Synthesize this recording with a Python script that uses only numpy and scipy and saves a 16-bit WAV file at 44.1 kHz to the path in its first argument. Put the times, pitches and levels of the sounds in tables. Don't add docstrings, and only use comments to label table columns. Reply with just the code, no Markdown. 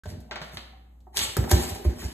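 import sys
import numpy as np
from scipy import signal
from scipy.fft import rfft, irfft
from scipy.io import wavfile
from scipy.ndimage import uniform_filter1d

SR = 44100
rng = np.random.default_rng(int(sys.argv[2]) if len(sys.argv) > 2 else 0)


def dump(signal):
    limited = np.clip(np.atleast_2d(signal).T, -1, 1)
    pcm = np.round(limited * 32767).astype(np.int16)
    wavfile.write(sys.argv[1], SR, pcm)


N = 93977

# freq_hz, gain_db
AIR_SPECTRUM = [(20, -14), (60, 2), (120, -2), (250, -2), (450, -17), (800, -15), (1300, -27), (3000, -44),
                (8000, -35), (16000, -35)]
# freq_hz, t60_s
REVERB_T60 = [(60, 0.04), (250, 0.78), (800, 0.84), (2500, 0.7045), (4500, 0.56), (8000, 0.44), (16000, 1)]
# freq_hz, gain_db
REVERB_SPECTRUM = [(60, -4.5), (150, 4), (400, 4.5), (1000, 1.5), (3500, 1), (8000, -0.5), (13800, -8),
                   (15700, -3), (16300, -32)]
# freq_hz, coherence
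STEREO_COHERENCE = [(50, 1), (200, 0.91), (500, 0.2), (1500, 0.12), (4100, 0.1), (5000, .95), (6200, 0.45),
                    (7200, 1), (8300, 0.55), (9500, 1), (10200, 1), (11100, .6), (11900, 1), (13000, 1),
                    (13600, .6), (14400, 1)]
# freq_hz, lead_rad
STEREO_LEAD = [(0, 0), (300, -.1), (1200, -.8), (1800, .2), (2600, 2.4), (3700, 4.3), (4500, 3.2),
               (5500, 3.3), (6700, 6.1), (7600, 6.4), (8500, 7.8), (9200, 9.4), (10200, 9.4), (11800, 12.5),
               (13200, 12.6), (14400, 15.7)]

# start_s, level_db, pitch_hz, tick_db, low_mode_weight_db
LIP_SMACKS = [(0.311, -29.5, 2097, -43, -1), (0.3572, -31.5, 2065, -35.5, -1),
              (0.4165, -32.5, 1980, -35, -5), (0.5707, -35.5, 2204, -28.5, -11)]
# pitch_ratio, level_db, delay_s, decay_s
MOUTH_MODES = [(0.83, 3, 0, 0.0037), (.66, -5.5, .005, 0.013), (.3, -3, .005, 0.011)]
# freq_hz, gain_db
SMACK_SPECTRUM = [(100, -10.5), (400, -9.5), (700, -3.5), (1400, -5), (2100, -12.5), (3000, -7.5),
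                  (4200, -10), (6000, -18), (16000, -53)]
# freq_hz, gain_db
WET_TICK_SPECTRUM = [(100, -7), (900, -15.5), (2000, -0.5), (2700, -4.5), (3600, 0.5), (4400, -0.5),
                     (5500, -15.5), (9000, -19), (13500, -24.5), (15700, -18), (16300, -43)]

# start_s, rise_s, decay_s, level_db, tilt_db_per_octave
CLAW_SKIDS = [(.04, 0.061, 0.021, -47.5, -0.5), (0.39, 0.033, 0.074, -52.5, -2.5),
              (0.491, 0.06, 0.038, -48.5, -1.5), (1.12, 0.034, 0.01, -47, -1),
              (1.146, 0.025, 0.027, -26.5, -1), (1.2, 0.027, 0.025, -26.5, -1),
              (1.47, 0.038, 0.054, -30.5, -1), (1.579, 0.029, 0.074, -34.5, 0),
              (1.68, 0.013, 0.012, -36.5, 0.5), (1.741, 0.011, .012, -39, -2),
              (1.834, 0.014, 0.023, -42.5, -2), (1.92, 0.098, 0.076, -41, -2)]
# freq_hz, gain_db
SKID_SPECTRUM = [(100, -17.5), (600, -7), (1500, -5.5), (2400, -2), (3700, -1.5), (4700, -0.5), (6000, -3),
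                 (7800, -3.5), (10000, 2.5), (13600, -8.5), (15700, -9), (16200, -61)]
# start_s, length_s, level_db, from_hz, to_hz
CLAW_RASPS = [(1.172, 0.072, -33.5, 3512, 3600), (1.221, 0.025, -33, 7300, 7930),
              (1.528, .07, -39.5, 4316, 3427), (1.615, 0.042, -40, 8000, 7290)]
# start_s, level_db, decay_s, tilt_db_per_octave
CLAW_STRIKES = [(0.036, -53.5, 0.0099, 2), (0.055, -40.5, 0.0089, -8.5), (.104, -44, 0.0068, -8.5),
                (0.203, -54, 0.0091, 6.5), (1.005, -63, 0.0033, 0), (1.171, -8, 0.00051, 1),
                (1.1916, -15, 0.0011, -3.5), (1.205, -26, 0.00077, -15), (1.3683, -17, 0.0011, 9),
                (1.5117, -17, 0.0017, 8.5), (1.5156, -12, 0.0015, 7.5), (1.694, -34, 0.0097, 6.5)]
# freq_hz, gain_db
CLAW_SPECTRUM = [(100, -14.5), (600, -18), (1500, -19), (2500, 1.5), (3800, 11), (5500, 4.5), (7500, 3.5),
                 (11000, -4.5), (13500, -0.5), (14600, -8), (16500, -54)]
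# freq_hz, level_db, t60_s
CLAW_MODES = [(3470, -19.5, 0.0065), (6730, -6, 0.0054), (8100, -10.5, 0.01), (7860, -19, 0.0067)]

# start_s, level_db, pitch_hz, decay_s
BOARD_KNOCKS = [(0.0355, -42.5, 1548, 0.0072), (0.0566, -32, 443, 0.0047), (0.0567, -34.5, 603, 0.0055),
                (0.171, -35.5, 214, 0.011), (0.229, -49, 208, 0.016), (.293, -48, 737, 0.013),
                (0.415, -31.5, 157, 0.0049), (0.732, -49.5, 762, 0.017), (1.069, -43, 756, 0.0096),
                (1.0685, -50, 363, 0.0062), (1.0674, -60, 1276, 0.0066), (1.1445, -37.5, 803, 0.0052),
                (1.3671, -20, 1265, 0.0026), (1.368, -24.5, 550, 0.0033), (1.476, -30.5, 815, 0.0089),
                (1.5148, -15.5, 1565, 0.0026), (1.514, -19.5, 792, 0.0073), (1.514, -22.5, 967, 0.0074),
                (1.514, -20, 359.7, 0.0094), (1.593, -29, 393, 0.0056), (1.594, -31, 821, 0.012),
                (1.655, -40, 768, 0.011), (1.708, -35, 738, 0.0061), (1.753, -34.5, 762, 0.0085),
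                (1.756, -37, 417.7, 0.0096), (1.796, -35, 415, 0.011), (1.8, -46, 717, 0.0064),
                (1.85, -27.5, 348, 0.0088), (1.8495, -31, 718, 0.003)]
# start_s, level_db, decay_s, tilt_db_per_octave
PAD_SLAPS = [(.058, -36.5, 0.0052, 1.5), (0.111, -40, 0.027, -2.5), (0.534, -43.5, 0.016, -3.5),
             (1.172, -39.5, 0.075, 4.5), (1.367, -24, 0.0075, 2), (1.388, -31.5, 0.045, -3.5),
             (1.44, -28, 0.0061, 1), (1.514, -17.5, 0.0052, 4.5), (1.545, -28, 0.027, -1.5),
             (1.717, -35, 0.0065, -4), (1.851, -29.5, 0.0093, -3.5), (1.894, -45, 0.045, 3),
             (2.02, -39.5, 0.053, 2)]
# freq_hz, gain_db
PAD_SPECTRUM = [(30, -23.5), (90, 7.5), (170, 10), (400, 2), (600, -9.5), (850, -3), (1200, -16),
                (1700, -9.5), (2600, -21.5), (5000, -22.5), (16000, -39)]
# freq_hz, level_db, t60_s
BOARD_MODES = [(344, -26, 0.22), (431, -15.5, 0.18), (706, -8, 0.087), (773, -52, 0.14), (1020, -13, 0.046)]
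# deepest_flex_s, level_db, pitch_hz, half_width_s
LANDINGS = [(0.08, -32.5, 92.8, 0.018), (0.141, -37, 91, 0.026), (0.186, -36, 108, 0.008),
            (.425, -58, 157, 0.0028), (0.57, -44, 107, 0.013), (1.216, -41, 89.5, 0.013),
            (1.248, -48, 81, 0.0077), (1.293, -42, 104, 0.0092), (1.3934, -14.5, 105.8, 0.0071),
            (1.425, -27.5, 70, 0.012), (1.5386, -9, 79.8, 0.0098), (1.601, -31, 62.5, 0.022),
            (1.727, -32.5, 85, 0.015), (1.876, -14.5, 71, 0.015), (2.058, -24, 72, 0.0091)]
# freq_hz, level_db, t60_s
FLOOR_MODES = [(66, -9.5, 0.25), (105.4, -15, 0.42), (167.5, -26, 0.46), (239.7, -26, 0.57),
               (363.4, -43.5, 1)]

EVENT_TIME_S = np.arange(SR // 2) / SR


def amp(db):
    return 10 ** (np.asarray(db) / 20)


def unit_rms(x):
    return x / np.sqrt(np.mean(x ** 2) + 1e-20)


def lookup(points, hz):
    table_hz, value = np.transpose(points)
    return np.interp(np.log(hz + 1), np.log(table_hz + 1), value)


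def add(mix, start_s, sound):
    part = mix[max(round(start_s * SR), 0):][:len(sound)]
    part += sound[:len(part)]


def butter(order, cutoff_hz, kind="low"):
    return signal.butter(order, cutoff_hz, kind, fs=SR, output="sos")


def colour(x, spectrum, tilt_db_per_octave=0, size=2048):
    hz = abs(np.fft.fftfreq(size, 1 / SR))
    gain_db = lookup(spectrum, hz) + tilt_db_per_octave * np.log2(np.maximum(hz, 100))
    log_response = np.conj(signal.hilbert(np.log(amp(gain_db))))
    taps = np.fft.ifft(np.exp(log_response)).real
    return signal.fftconvolve(x, taps / np.linalg.norm(taps))[:len(x)]


def wobble(rate_hz):
    return unit_rms(signal.sosfilt(butter(2, rate_hz), rng.standard_normal(len(EVENT_TIME_S))))


def burst(decay_s):
    fade = np.exp(-EVENT_TIME_S / decay_s)
    noise = rng.standard_normal(len(fade))
    for _ in range(3):
        spectrum = rfft(noise * fade)
        white = irfft(spectrum / (abs(spectrum) + 1e-12), len(fade))
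        noise = white / np.sqrt(fade ** 2 + 0.01)
    return unit_rms(noise * fade) * np.sqrt(np.mean(fade ** 2))


def ring(modes, detune):
    out, t = 0, EVENT_TIME_S
    for hz, level_db, t60_s in modes:
        spot_hz = hz * (1 + detune * rng.standard_normal())
        out += amp(level_db - 60 * t / t60_s) * np.sin(2 * np.pi * spot_hz * t)
    return out


def stereo_pair(left, other):
    hz = np.fft.rfftfreq(len(left), 1 / SR)
    coherence = np.clip(lookup(STEREO_COHERENCE, hz), 0, 1)
    right = irfft(coherence * rfft(left) + np.sqrt(1 - coherence ** 2) * rfft(other), len(left))
    return np.array([left, right])


def phase_spread(x):
    size = 2 * N
    lead_rad = np.interp(np.fft.rfftfreq(size, 1 / SR), *np.transpose(STEREO_LEAD))
    rotation = np.exp(0.5j * np.array([lead_rad, -lead_rad]))
    return irfft(rfft(x, size) * rotation, size)[:, :N]


def air_and_hum(air_db=-61.5, hum_hz=60.1, hum_db=-50.5):
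    air = stereo_pair(*[colour(noise, AIR_SPECTRUM) for noise in rng.standard_normal((2, N))])
    hum = unit_rms(np.sin(2 * np.pi * hum_hz * np.arange(N) / SR))
    return amp(air_db) * air + amp(hum_db) * hum


def reverb(x, early_db=7.5, early_s=0.0076, rise_s=0.006):
    hz, t, bands = signal.stft(stereo_pair(*rng.standard_normal((2, SR))), SR, nperseg=256)
    t60_s = lookup(REVERB_T60, hz)[:, None]
    fade = amp(-60 * t / t60_s + early_db * np.exp(-t / early_s))
    fade /= np.sqrt(SR * np.mean(fade ** 2, axis=1, keepdims=True))
    gain = amp(lookup(REVERB_SPECTRUM, hz))[:, None]
    tail = signal.istft(bands * fade * gain, SR, nperseg=256)[1]
    tail *= np.minimum(np.arange(tail.shape[1]) / SR / rise_s, 1)
    return signal.fftconvolve(x[None], tail, axes=1)[:, :N]


def furniture_echoes(x, per_side=6, max_db=-15, min_delay_s=0.0015, span_s=0.0083):
    out = np.zeros((2, N))
    x = signal.sosfilt(butter(2, 473, "high"), x)
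    x = signal.sosfilt(butter(10, 13500), x)
    for side in out:
        for distance, strength in rng.random((per_side, 2)):
            add(side, min_delay_s + span_s * distance, amp(max_db) * (2 * strength - 1) * x)
    return out


def lip_smacks(sag=0.23, glide_s=0.0043, rough_rad=0.96, rise_s=0.00055, noise_gain=0.61):
    out, t = np.zeros(N), EVENT_TIME_S
    for start_s, level_db, pitch_hz, tick_db, low_weight_db in LIP_SMACKS:
        for ratio, mode_db, delay_s, decay_s in MOUTH_MODES:
            hz = pitch_hz * ratio * (1 + sag * np.exp(-t / glide_s))
            pop = np.sin(2 * np.pi * np.cumsum(hz) / SR + rough_rad * wobble(pitch_hz * ratio / 5))
            envelope = np.exp(-t / decay_s) * (1 - np.exp(-t / rise_s))
            gain = amp(level_db + mode_db + low_weight_db * (2 - ratio))
            add(out, start_s + delay_s, gain * pop * envelope)
        add(out, start_s, amp(level_db) * noise_gain * colour(burst(decay_s=0.014), SMACK_SPECTRUM))
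        add(out, start_s, amp(tick_db) * colour(burst(decay_s=0.0025), WET_TICK_SPECTRUM))
    return out


def claw_skids(grain_db=3, chatter_db=3.5):
    out, t = np.zeros(N), EVENT_TIME_S
    for start_s, rise_s, decay_s, level_db, tilt in CLAW_SKIDS:
        grain = unit_rms(uniform_filter1d(rng.standard_normal(len(t)), size=90))
        grainy_noise = rng.standard_normal(len(t)) * amp(grain_db * grain)
        bands = signal.stft(grainy_noise, nperseg=512)[2]
        chatter = uniform_filter1d(rng.standard_normal(bands.shape), size=4, axis=0)
        chatter = unit_rms(uniform_filter1d(chatter, size=3, axis=1))
        slips = unit_rms(signal.istft(bands * amp(chatter_db * chatter), nperseg=512)[1][:len(t)])
        pressure = np.minimum(t / rise_s, 1) ** 2 * np.exp(-np.maximum(t - rise_s, 0) / decay_s)
        add(out, start_s, amp(level_db) * colour(slips * pressure, SKID_SPECTRUM, tilt))
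    return out


def claw_rasps(half_band_hz=780, grain_db=1.5, slip_rate_hz=250):
    out = np.zeros(N)
    for start_s, length_s, level_db, from_hz, to_hz in CLAW_RASPS:
        progress = np.minimum(EVENT_TIME_S / length_s, 1)
        hz = from_hz + (to_hz - from_hz) * progress
        carrier = np.exp(2j * np.pi * np.cumsum(hz) / SR)
        rasp = (carrier * (wobble(half_band_hz) + 1j * wobble(half_band_hz))).real
        swell = np.sqrt(4 * progress * (1 - progress))
        add(out, start_s, amp(level_db + grain_db * wobble(slip_rate_hz)) * rasp * swell)
    return out


def claw_ticks():
    out = np.zeros(N)
    for start_s, level_db, decay_s, tilt in CLAW_STRIKES:
        tick = colour(burst(decay_s), CLAW_SPECTRUM, tilt)
        add(out, start_s, amp(level_db) * (tick + ring(CLAW_MODES, detune=0.013)))
    return out


def board_knocks(rattle_rad=0.57, rise_s=0.0007):
    out, t = np.zeros(N), EVENT_TIME_S
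    for start_s, level_db, pitch_hz, decay_s in BOARD_KNOCKS:
        tone = np.sin(2 * np.pi * pitch_hz * t + rattle_rad * wobble(pitch_hz / 4))
        envelope = np.exp(-t / decay_s) * (1 - np.exp(-t / rise_s))
        add(out, start_s, amp(level_db) * tone * envelope)
    return out


def pad_slaps():
    out = np.zeros(N)
    for start_s, level_db, decay_s, tilt in PAD_SLAPS:
        slap = colour(burst(decay_s), PAD_SPECTRUM, tilt)
        add(out, start_s, amp(level_db) * (slap + ring(BOARD_MODES, detune=0.09)))
    return out


def floor_boom():
    out = np.zeros(N)
    for deepest_s, level_db, pitch_hz, half_width_s in LANDINGS:
        offset_s = EVENT_TIME_S - 3 * half_width_s
        flex = -np.cos(2 * np.pi * pitch_hz * offset_s) * np.exp(-(offset_s / half_width_s) ** 2)
        add(out, deepest_s + offset_s[0], amp(level_db) * flex)
        add(out, deepest_s + 1 / pitch_hz / 4, amp(level_db) * ring(FLOOR_MODES, detune=0.0044))
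    return out


def scene(boom_pan_db=1.8, boom_send_db=-8, direct_tick_db=-3.5):
    ticks = claw_ticks()
    taps = pad_slaps() + board_knocks() + lip_smacks()
    scrapes = claw_skids() + claw_rasps()
    boom = floor_boom()
    boom_pan = amp(boom_pan_db * np.array([[-0.5], [0.5]]))
    near = taps + scrapes + boom * boom_pan + furniture_echoes(taps + ticks)
    far = reverb(taps + scrapes + ticks + amp(boom_send_db) * boom)
    return amp(direct_tick_db) * ticks + phase_spread(near + far + air_and_hum())


def record(dry, bass_cut_hz=28, silent_s=0.035, fade_in_s=0.00056, band_limit_hz=17000):
    dry = signal.sosfiltfilt(butter(2, bass_cut_hz, "high"), dry)
    fade_in = np.clip((np.arange(N) / SR - silent_s) / fade_in_s, 0, 1)
    lowpass = signal.firwin(255, band_limit_hz, window=("kaiser", 9), fs=SR)
    return signal.oaconvolve(dry * fade_in, lowpass[None], "same")


dry = scene()
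out = record(dry)
dump(out)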